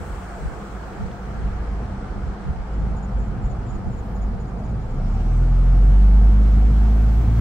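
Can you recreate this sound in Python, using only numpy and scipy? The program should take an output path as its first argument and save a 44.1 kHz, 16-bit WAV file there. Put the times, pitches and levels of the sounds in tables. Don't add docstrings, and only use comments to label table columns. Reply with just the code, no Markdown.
import sys
import numpy as np
from scipy import signal
from scipy.io import wavfile
from scipy.ndimage import uniform_filter1d

SR = 44100
rng = np.random.default_rng(int(sys.argv[2]) if len(sys.argv) > 2 else 0)


def generate_wav(sig):
    pcm = np.round(np.clip(np.atleast_2d(sig).T, -1, 1) * 32767).astype(np.int16)
    wavfile.write(sys.argv[1], SR, pcm)


def undo_db(level):
    steps = np.asarray(level, float) / 20
    return 10 ** steps


N = 326420


def evened(x):
    return x / np.sqrt(np.mean(x ** 2) + 1e-20)


def read(points, hz):
    table_hz, value = np.transpose(points)
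    return np.interp(np.log(hz + 1), np.log(table_hz + 1), value)


def played(rows):
    start_s, *columns = np.transpose(rows)
    return [np.interp(np.arange(N) / SR, start_s, column) for column in columns]


def add(mix, start_s, sound):
    part = mix[:, max(round(start_s * SR), 0):][:, :sound.shape[1]]
    part += sound[:, :part.shape[1]]


def panned(x, left_db):
    return x * undo_db(np.array([[left_db / 2], [-left_db / 2]]))


def swell(middle_s, half_s, db):
    return undo_db(db) * np.exp(-.5 * ((np.arange(N) / SR - middle_s) / half_s) ** 2)


def waver(rate_hz):
    steps_per_s = 40
    steps = rng.standard_normal(int(N / SR * steps_per_s) + 2)
    steps = evened(uniform_filter1d(steps, size=max(int(steps_per_s / rate_hz), 1)))
    return np.interp(np.arange(N) / SR * steps_per_s, np.arange(len(steps)), steps)


def whistle(hz, gain, width_hz):
    edge = np.clip(width_hz / SR, 1e-4, .4)
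    slow = signal.lfilter(*signal.butter(2, edge), rng.standard_normal((2, 2, N), dtype=np.float32))
    turn = 2 * np.pi * np.cumsum(hz * np.ones(N)) / SR
    carried = slow[0] * np.cos(turn) + slow[1] * np.sin(turn)
    return gain * evened(carried) * np.sqrt(2)


# [Hz, dB]
USUAL_WIDTH = [(60, -14), (150, -13), (380, -7), (950, -2.5), (2380, -1), (5980, 0.5), (15000, 1)]
# [Hz, dB]
LEFT_LEAN = [(60, -4), (110, 2), (200, -1.5), (380, 3), (700, 2), (1290, -2), (2380, 2.5), (4400, 0.0),
             (8120, 2), (15000, 3)]


def noise(colour, size, patchy_db, side=USUAL_WIDTH):
    hop = size // 4
    hz = np.fft.rfftfreq(size, 1 / SR)
    used = hz[hz <= colour[-1][0]]
    draws = rng.standard_normal((N // hop + 5, len(used), 5), dtype=np.float32)
    a, b, c, d, patches = draws.T
    patches = uniform_filter1d(patches, size=8, axis=0)
    patches = evened(uniform_filter1d(patches, size=12, axis=1))
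    mid = a + 1j * b
    apart = undo_db(read(side, used))[:, None] * (c + 1j * d)
    lean_db = read(LEFT_LEAN, used)[:, None] / 2
    z = np.array([mid + apart, mid - apart])
    z *= undo_db(read(colour, used)[:, None] + patchy_db * patches)
    z *= undo_db(np.array([lean_db, -lean_db]))
    z = np.pad(z.astype(np.complex64), ((0, 0), (0, len(hz) - len(used)), (0, 0)))
    x = signal.istft(z, nperseg=size, noverlap=size - hop)[1][:, :N]
    return x / np.std(x.mean(0))


def chirp(db, hz, left_db, length_s, fall_hz):
    u = np.arange(int(length_s * SR)) / (length_s * SR)
    port_phase = np.array([[0], [1.2]])
    tone = np.sin(2 * np.pi * np.cumsum(hz - fall_hz * u ** 3.8) / SR + port_phase)
    tone = np.pad(tone * signal.windows.tukey(len(u), .5), ((0, 0), (0, 400)))
    echo = 0.38 * np.roll(tone, 330, axis=1)
    return panned(undo_db(db) * (tone + echo), left_db)


# [s, s, Hz, dB, Hz]
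CICADAS = [
    (7.1, .55, 6300, -75, 350),
    (4.3, .9, 10400, -85, 600),
]
# [s, dB]
CRICKET = [(2.2701, -65), (2.3306, -70), (2.7382, -61), (2.796, -63), (2.9693, -53), (3.03, -50.5),
           (3.2076, -58), (3.2694, -60), (3.445, -54), (3.5014, -53.5), (3.692, -51.5), (3.7431, -55),
           (3.8681, -67), (3.9282, -58), (3.9814, -55), (4.156, -57), (4.2201, -54), (4.4034, -56.5),
           (4.4742, -61), (4.5867, -64), (4.6458, -59), (4.6942, -61.5), (4.8166, -63), (4.8912, -62),
           (4.9422, -63), (5.0691, -63), (5.1243, -59),
           (5.3637, -65),
    (5.43, -67),
    (5.656, -64),
    (5.8172, -67),
    (5.8897, -67),
]
# [s, s, dB, Hz]
KATYDID = [
    (.0994, .05, -61.5, 7680),
    (.3576, .032, -62, 7640),
    (.5994, 0.061, -64.5, 7620),
    (3.1887, .051, -61, 7403),
    (3.4246, 0.049, -62, 7408),
    (3.6661, 0.046, -62, 7360),
    (3.9065, .057, -65, 7370),
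    (4.852, .055, -69, 7350),
    (5.09, .052, -67, 7355),
    (5.3271, .04, -64, 8000),
]
# [s, s, Hz, dB, dB]
TRILLS = [
    (2.388, 2.771, 4950, -63, -59),
    (3.386, 3.8, 4777, -67, -60),
    (4.104, 4.5, 4943, -62, -61),
    (4.57, 4.95, 4842, -63, -65),
]


def insects():
    out = sum(whistle(hz, swell(s, half_s, db), width_hz) for s, half_s, hz, db, width_hz in CICADAS)
    for s, db in CRICKET:
        past_s = s - 3.3
        hz = 7030 - 70 * past_s
        left_db = .8 + 2 * abs(past_s)
        add(out, s - .009, chirp(db - 3.0, hz, left_db, length_s=.036, fall_hz=560))
    for s, gap_s, db, hz in KATYDID:
        for stroke_s in (s, s + gap_s):
            add(out, stroke_s - .006, chirp(db - .6, hz, 2.2, length_s=0.027, fall_hz=40))
    for start_s, end_s, hz, first_db, last_db in TRILLS:
        for s in np.arange(start_s, end_s, .057):
            db = np.interp(s, [start_s, end_s], [first_db, last_db])
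            pulse = chirp(db, hz, 0, length_s=0.019, fall_hz=251.2)[0] * 0.96
            add(out, s, pulse * np.array([[1], [-.25]]))
    return out


# [s, dB]
TICKS = [
    (1.114, -35),
    (2.691, -54),
    (3.388, -49),
]


def grit():
    out, t = np.zeros((2, N)), np.arange(700) / SR
    band = signal.butter(3, [1500, 4000], "band", fs=SR)
    fade_s = .0025
    for s, db in TICKS:
        burst = signal.lfilter(*band, rng.standard_normal(len(t)) * np.exp(-t / fade_s))
        add(out, s, panned(undo_db(db) * burst, -1.5))
    return out


# [s, dB]
GUSTS = [
    (.5, -36),
    (1.0, -34.5),
    (1.4, -31.5),
    (2.27, -34),
    (2.52, -31),
    (2.83, -32),
    (3.27, -32),
    (3.47, -36),
    (3.87, -27.5),
    (4.32, -36),
]
# [Hz, dB per Hz]
WIND_COLOUR = [(20, -13), (50, 19.5), (100, 6.5), (180, 9.5), (280, -12.5), (500, -50.5), (700, -80)]


def wind():
    sheltered = np.arange(N) / SR > 4.4
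    breeze = undo_db(-48 - 10 * sheltered + 3.0 * waver(6))
    gusts = breeze + sum(swell(s, 0.058, db) for s, db in GUSTS)
    buffeting = noise(WIND_COLOUR, size=1024, patchy_db=6.5, side=[(20, 0.0088), (500, 0.014)])
    return gusts * undo_db(0.82 * waver(26)) * buffeting


# [s, Hz, dB]
TURBO = [
    (4.9, 4800, -93),
    (5.05, 5200, -68),
    (5.4, 6290, -71),
    (5.65, 7800, -82),
    (5.9, 9200, -73),
    (6.2, 10640, -82),
    (6.7, 12980, -76),
    (7.2, 14990, -66),
    (7.4, 16200, -68),
]
# [s, dB]
AIR_FLOW = [(0, 0), (.3, -5), (1.3, -10.5), (2, -18), (3.8, -17), (4.1, -7), (4.26, -10), (4.3, -17),
            (4.85, -15), (5.15, -13), (6, -14), (6.6, -6), (7.36, -2.5), (7.4, 10.5)]
# [s, dB]
LOAD = [(0, -3), (1.2, -4), (1.6, -1), (3.2, 1), (3.6, -4.5), (4.1, 0), (4.65, 1.5), (4.85, 3), (5.1, 8.5),
        (5.4, 13), (6.03, 14.5), (6.9, 14), (7.3, 12.5), (7.4, 15)]
FULL_LOAD_DB = 16.5


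def turbocharger():
    t = np.arange(N) / SR
    (flow_db,), (hz, db) = played(AIR_FLOW), played(TURBO)
    load_db = played(LOAD)[0] - FULL_LOAD_DB
    out = whistle(hz * (1 + 0.017 * waver(40)), undo_db(db + 2.0 * waver(8.8)), width_hz=700)
    coast_db = -62 - 2.1 * t - 13.5 * t ** 2 / 2
    out += whistle(8000 - 650 * t, undo_db(coast_db), width_hz=2200)
    out += whistle(14500, undo_db(-73 + 1.3 * flow_db), width_hz=1400)
    rising_hz = np.interp(t, [5, 6.4], [13900, 14900])
    out += whistle(rising_hz, undo_db(-76.5 + 1.4 * load_db), width_hz=900)
    boost_hiss = whistle(8450, undo_db(-69 + 1.3 * load_db), width_hz=3400)
    return panned(out, 3.0) + boost_hiss


# [s, dB]
SURFACE = [(0, -8.5), (.5, -15), (1.3, -10), (1.45, -2.5), (2.3, -2.5), (2.38, -15), (2.7, -7), (2.78, 1),
           (3.3, 0), (3.9, 0.5), (4.3, -2), (4.85, 2), (5.5, 2), (6.1, 3), (7.4, 7)]
# [s, dB]
SPEED = [
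    (0, 0),
    (1.5, -1),
    (3, -3.5),
    (4.85, -6),
    (5.2, -5),
    (6, -3.5),
    (7.36, -1.5),
    (7.4, 2),
]
# [Hz, dB per Hz]
RUMBLE = [(12, -40), (20, -10), (38, -1), (59, -3), (81, -4.5), (134, 1.5), (167, -12), (199, -3.5),
          (238, -10.5), (330, -21), (430, -29.5), (730, -120)]
# [Hz, dB per Hz]
ROAR = [(180, -14), (300, -1.5), (400, -0.5), (506, 0), (566, -8.5), (716, 1), (795, -4.5), (898, -3.5),
        (980, -11.5), (1310, -10), (1650, -20), (2400, -30), (3120, -48), (5280, -120)]
# [Hz, dB]
ROAR_WIDTH = [(280, -11.5), (400, -14.5), (570, -2), (710, -12), (860, -2.5), (1000, -1.5), (1300, -4.5),
              (1700, -3), (2400, 0), (5000, -6)]
# [Hz, dB per Hz]
TREAD = [(800, -29.5), (1000, 2.5), (1250, 3.5), (1600, 1.5), (2000, -7.5), (2600, -18.5), (3200, -41)]
# [Hz, dB per Hz]
HISS = [(1290, -20.5), (2200, 0), (2450, -4.5), (3130, -5), (3820, -10), (4170, -8), (4610, -10.5),
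        (5480, -11), (6820, -14.5), (7740, -14.5), (8500, -17), (10000, -24), (10800, -33.5),
        (14000, -58.5), (22000, -120)]
# [Hz, dB per Hz]
FIZZ = [(6350, -35), (10800, -5), (12100, -3.5), (15100, -4), (15700, 2)]


def road():
    (coarse_db,), (speed_db,), (flow_db,) = played(SURFACE), played(SPEED), played(AIR_FLOW)
    fading_db = np.interp(np.arange(N) / SR, [4.7, 5.2], [0, -4])

    thud_colour = [(14, -36.0), (25, -11), (36, 6), (55, 5.5), (68, 4.0), (100, -56)]
    thuds = noise(thud_colour, size=2048, patchy_db=1.5, side=[(20, -25), (99, -32.5)])
    out = undo_db(-34 + 0.49 * coarse_db + 1.0 * waver(7.3) + 0.76 * fading_db) * thuds

    ring_colour = [(150, -44.5), (185, -1.5), (200, 2.5), (215, -10.5), (250, -39.0)]
    ring = noise(ring_colour, size=4096, patchy_db=-0.3, side=[(150, -25), (250, -22.0)])
    out += undo_db(-39.0 + .25 * coarse_db + 10.0 * fading_db) * ring

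    rumble_width = [(60, -30.0), (220, -25.5), (280, -3.0)]
    rumble = noise(RUMBLE[3:], size=2048, patchy_db=2.0, side=rumble_width)
    out += undo_db(-29.5 + 0.92 * coarse_db + 1.2 * waver(6) + 0.53 * fading_db) * rumble

    roar = noise(ROAR, size=1024, patchy_db=0.84, side=ROAR_WIDTH)
    out += undo_db(-39.0 + 0.27 * speed_db + 0.042 * coarse_db) * roar
    tread = noise(TREAD, size=1024, patchy_db=1.6, side=ROAR_WIDTH)
    out += undo_db(-46.0 + 1.52 * speed_db) * tread
    hiss = noise(HISS, size=512, patchy_db=1.0)
    out += undo_db(-56.5 + 0.94 * speed_db - 1.04 * fading_db + 0.37 * waver(13)) * hiss
    fizz = noise(FIZZ, size=512, patchy_db=.6)
    return out + undo_db(-69 + 0.82 * flow_db + .6 * waver(13)) * fizz


# [s, dB]
BUMPS = [
    (.115, -22),
    (1.02, -32),
    (1.441, -22),
    (2.289, -24),
    (3.445, -13),
]


def bumps():
    t = np.arange(N) / SR
    swing_s, swing_hz = .011, 45
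    out = 0
    for s, db in BUMPS:
        swing = np.sin(2 * np.pi * swing_hz * (t - s) + .5 * np.pi)
        out = out + swell(s + swing_s, swing_s, db) * swing
    return out


# [s, Hz]
IDLE = [
    (0, 25.6),
    (.7, 27.28),
    (2.05, 26.04),
    (4.72, 26.13),
]
# [s, Hz]
PULL = [
    (4.85, 28.0),
    (5.01, 33.26),
    (5.11, 36.85),
    (5.38, 42.3),
    (5.62, 43.64),
    (6.04, 49.2),
    (6.31, 51.04),
    (7.14, 54.5),
    (7.4, 56.65),
]
MAIN_ORDERS_DB = [-25, -30, -34, -31.5]
IDLE_LOSS_DB = [4, -1, 3, 2]
PORT_LAG = [.1, .25, 0.11, 0.25]
# [Hz, Hz, dB]
BOOMS = [(33.6, 9, -5.5), (48.7, 15.8, -0.5), (80, 18, -11.5), (114, 10.5, -11.5), (130.7, 16.8, -6),
         (162.6, 7.6, -17), (208.25, 35, -15)]
# [times, dB]
UPPER_ORDERS = [(1.5, -35.5), (2.5, -40), (3.5, -44.5), (4.5, -57), (5, -44.5), (6, -44.5), (7, -54),
                (8, -55.5)]
# [Hz, Hz, dB]
CABIN = [(172, 17, 12.5), (255, 31, 7.5)]


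def engine():
    (firing_hz,), (load_db,) = played(IDLE + PULL), played(LOAD)
    idling = np.clip(1 - load_db / 6, 0, 1)
    shake_db = 0.64 * idling * played(SURFACE)[0]
    turn = 2 * np.pi * np.cumsum(firing_hz) / SR
    out, ports = np.zeros((2, N)), np.array([[.5], [-.5]])
    for k, (db, lag) in enumerate(zip(MAIN_ORDERS_DB, PORT_LAG), 1):
        shaken = turn + (.012 + .3 * idling) * waver(8)
        boom = undo_db(-33.5)
        for mode_hz, width_hz, mode_db in BOOMS:
            boom = boom + undo_db(mode_db) / (1 + (2 * (k * firing_hz - mode_hz) / width_hz) ** 2)
        flutter_db = 0.3 * k * waver(12) + (0.26 + 4.4 * idling) * waver(4)
        level_db = db + load_db + shake_db + flutter_db - IDLE_LOSS_DB[k - 1] * idling
        out += boom * undo_db(level_db) * np.sin(k * shaken + lag * ports + 6 * rng.random())
    for k, db in UPPER_ORDERS:
        boom = 1
        for mode_hz, width_hz, mode_db in CABIN:
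            boom = boom + (undo_db(mode_db) - 1) / (1 + (2 * (k * firing_hz - mode_hz) / width_hz) ** 2)
        level_db = 0.66 * (load_db - FULL_LOAD_DB) - 3 + db + 1.8 * waver(11)
        out += boom * undo_db(level_db) * np.sin(k * turn + 0.8 * waver(12) + 6 * rng.random())
    return panned(np.sqrt(2) * out, -.4)


def scene():
    outside = insects() + grit() + wind()
    return outside + turbocharger() + road() + bumps() + engine()


def band_limit(x):
    return signal.sosfilt(signal.butter(12, 16550, fs=SR, output="sos"), x)


def record(dry):
    low_cut = signal.butter(2, 23, "high", fs=SR, output="sos")
    high_cut = signal.ellip(14, .1, 90, 15770, fs=SR, output="sos")
    cut = signal.sosfilt(high_cut, signal.sosfilt(low_cut, dry))
    fade = np.sin(np.pi / 2 * np.clip(np.arange(N, 0, -1) / 300, 0, 1)) ** 2
    return band_limit(cut * fade)


dry = scene()
out = record(dry)
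generate_wav(out)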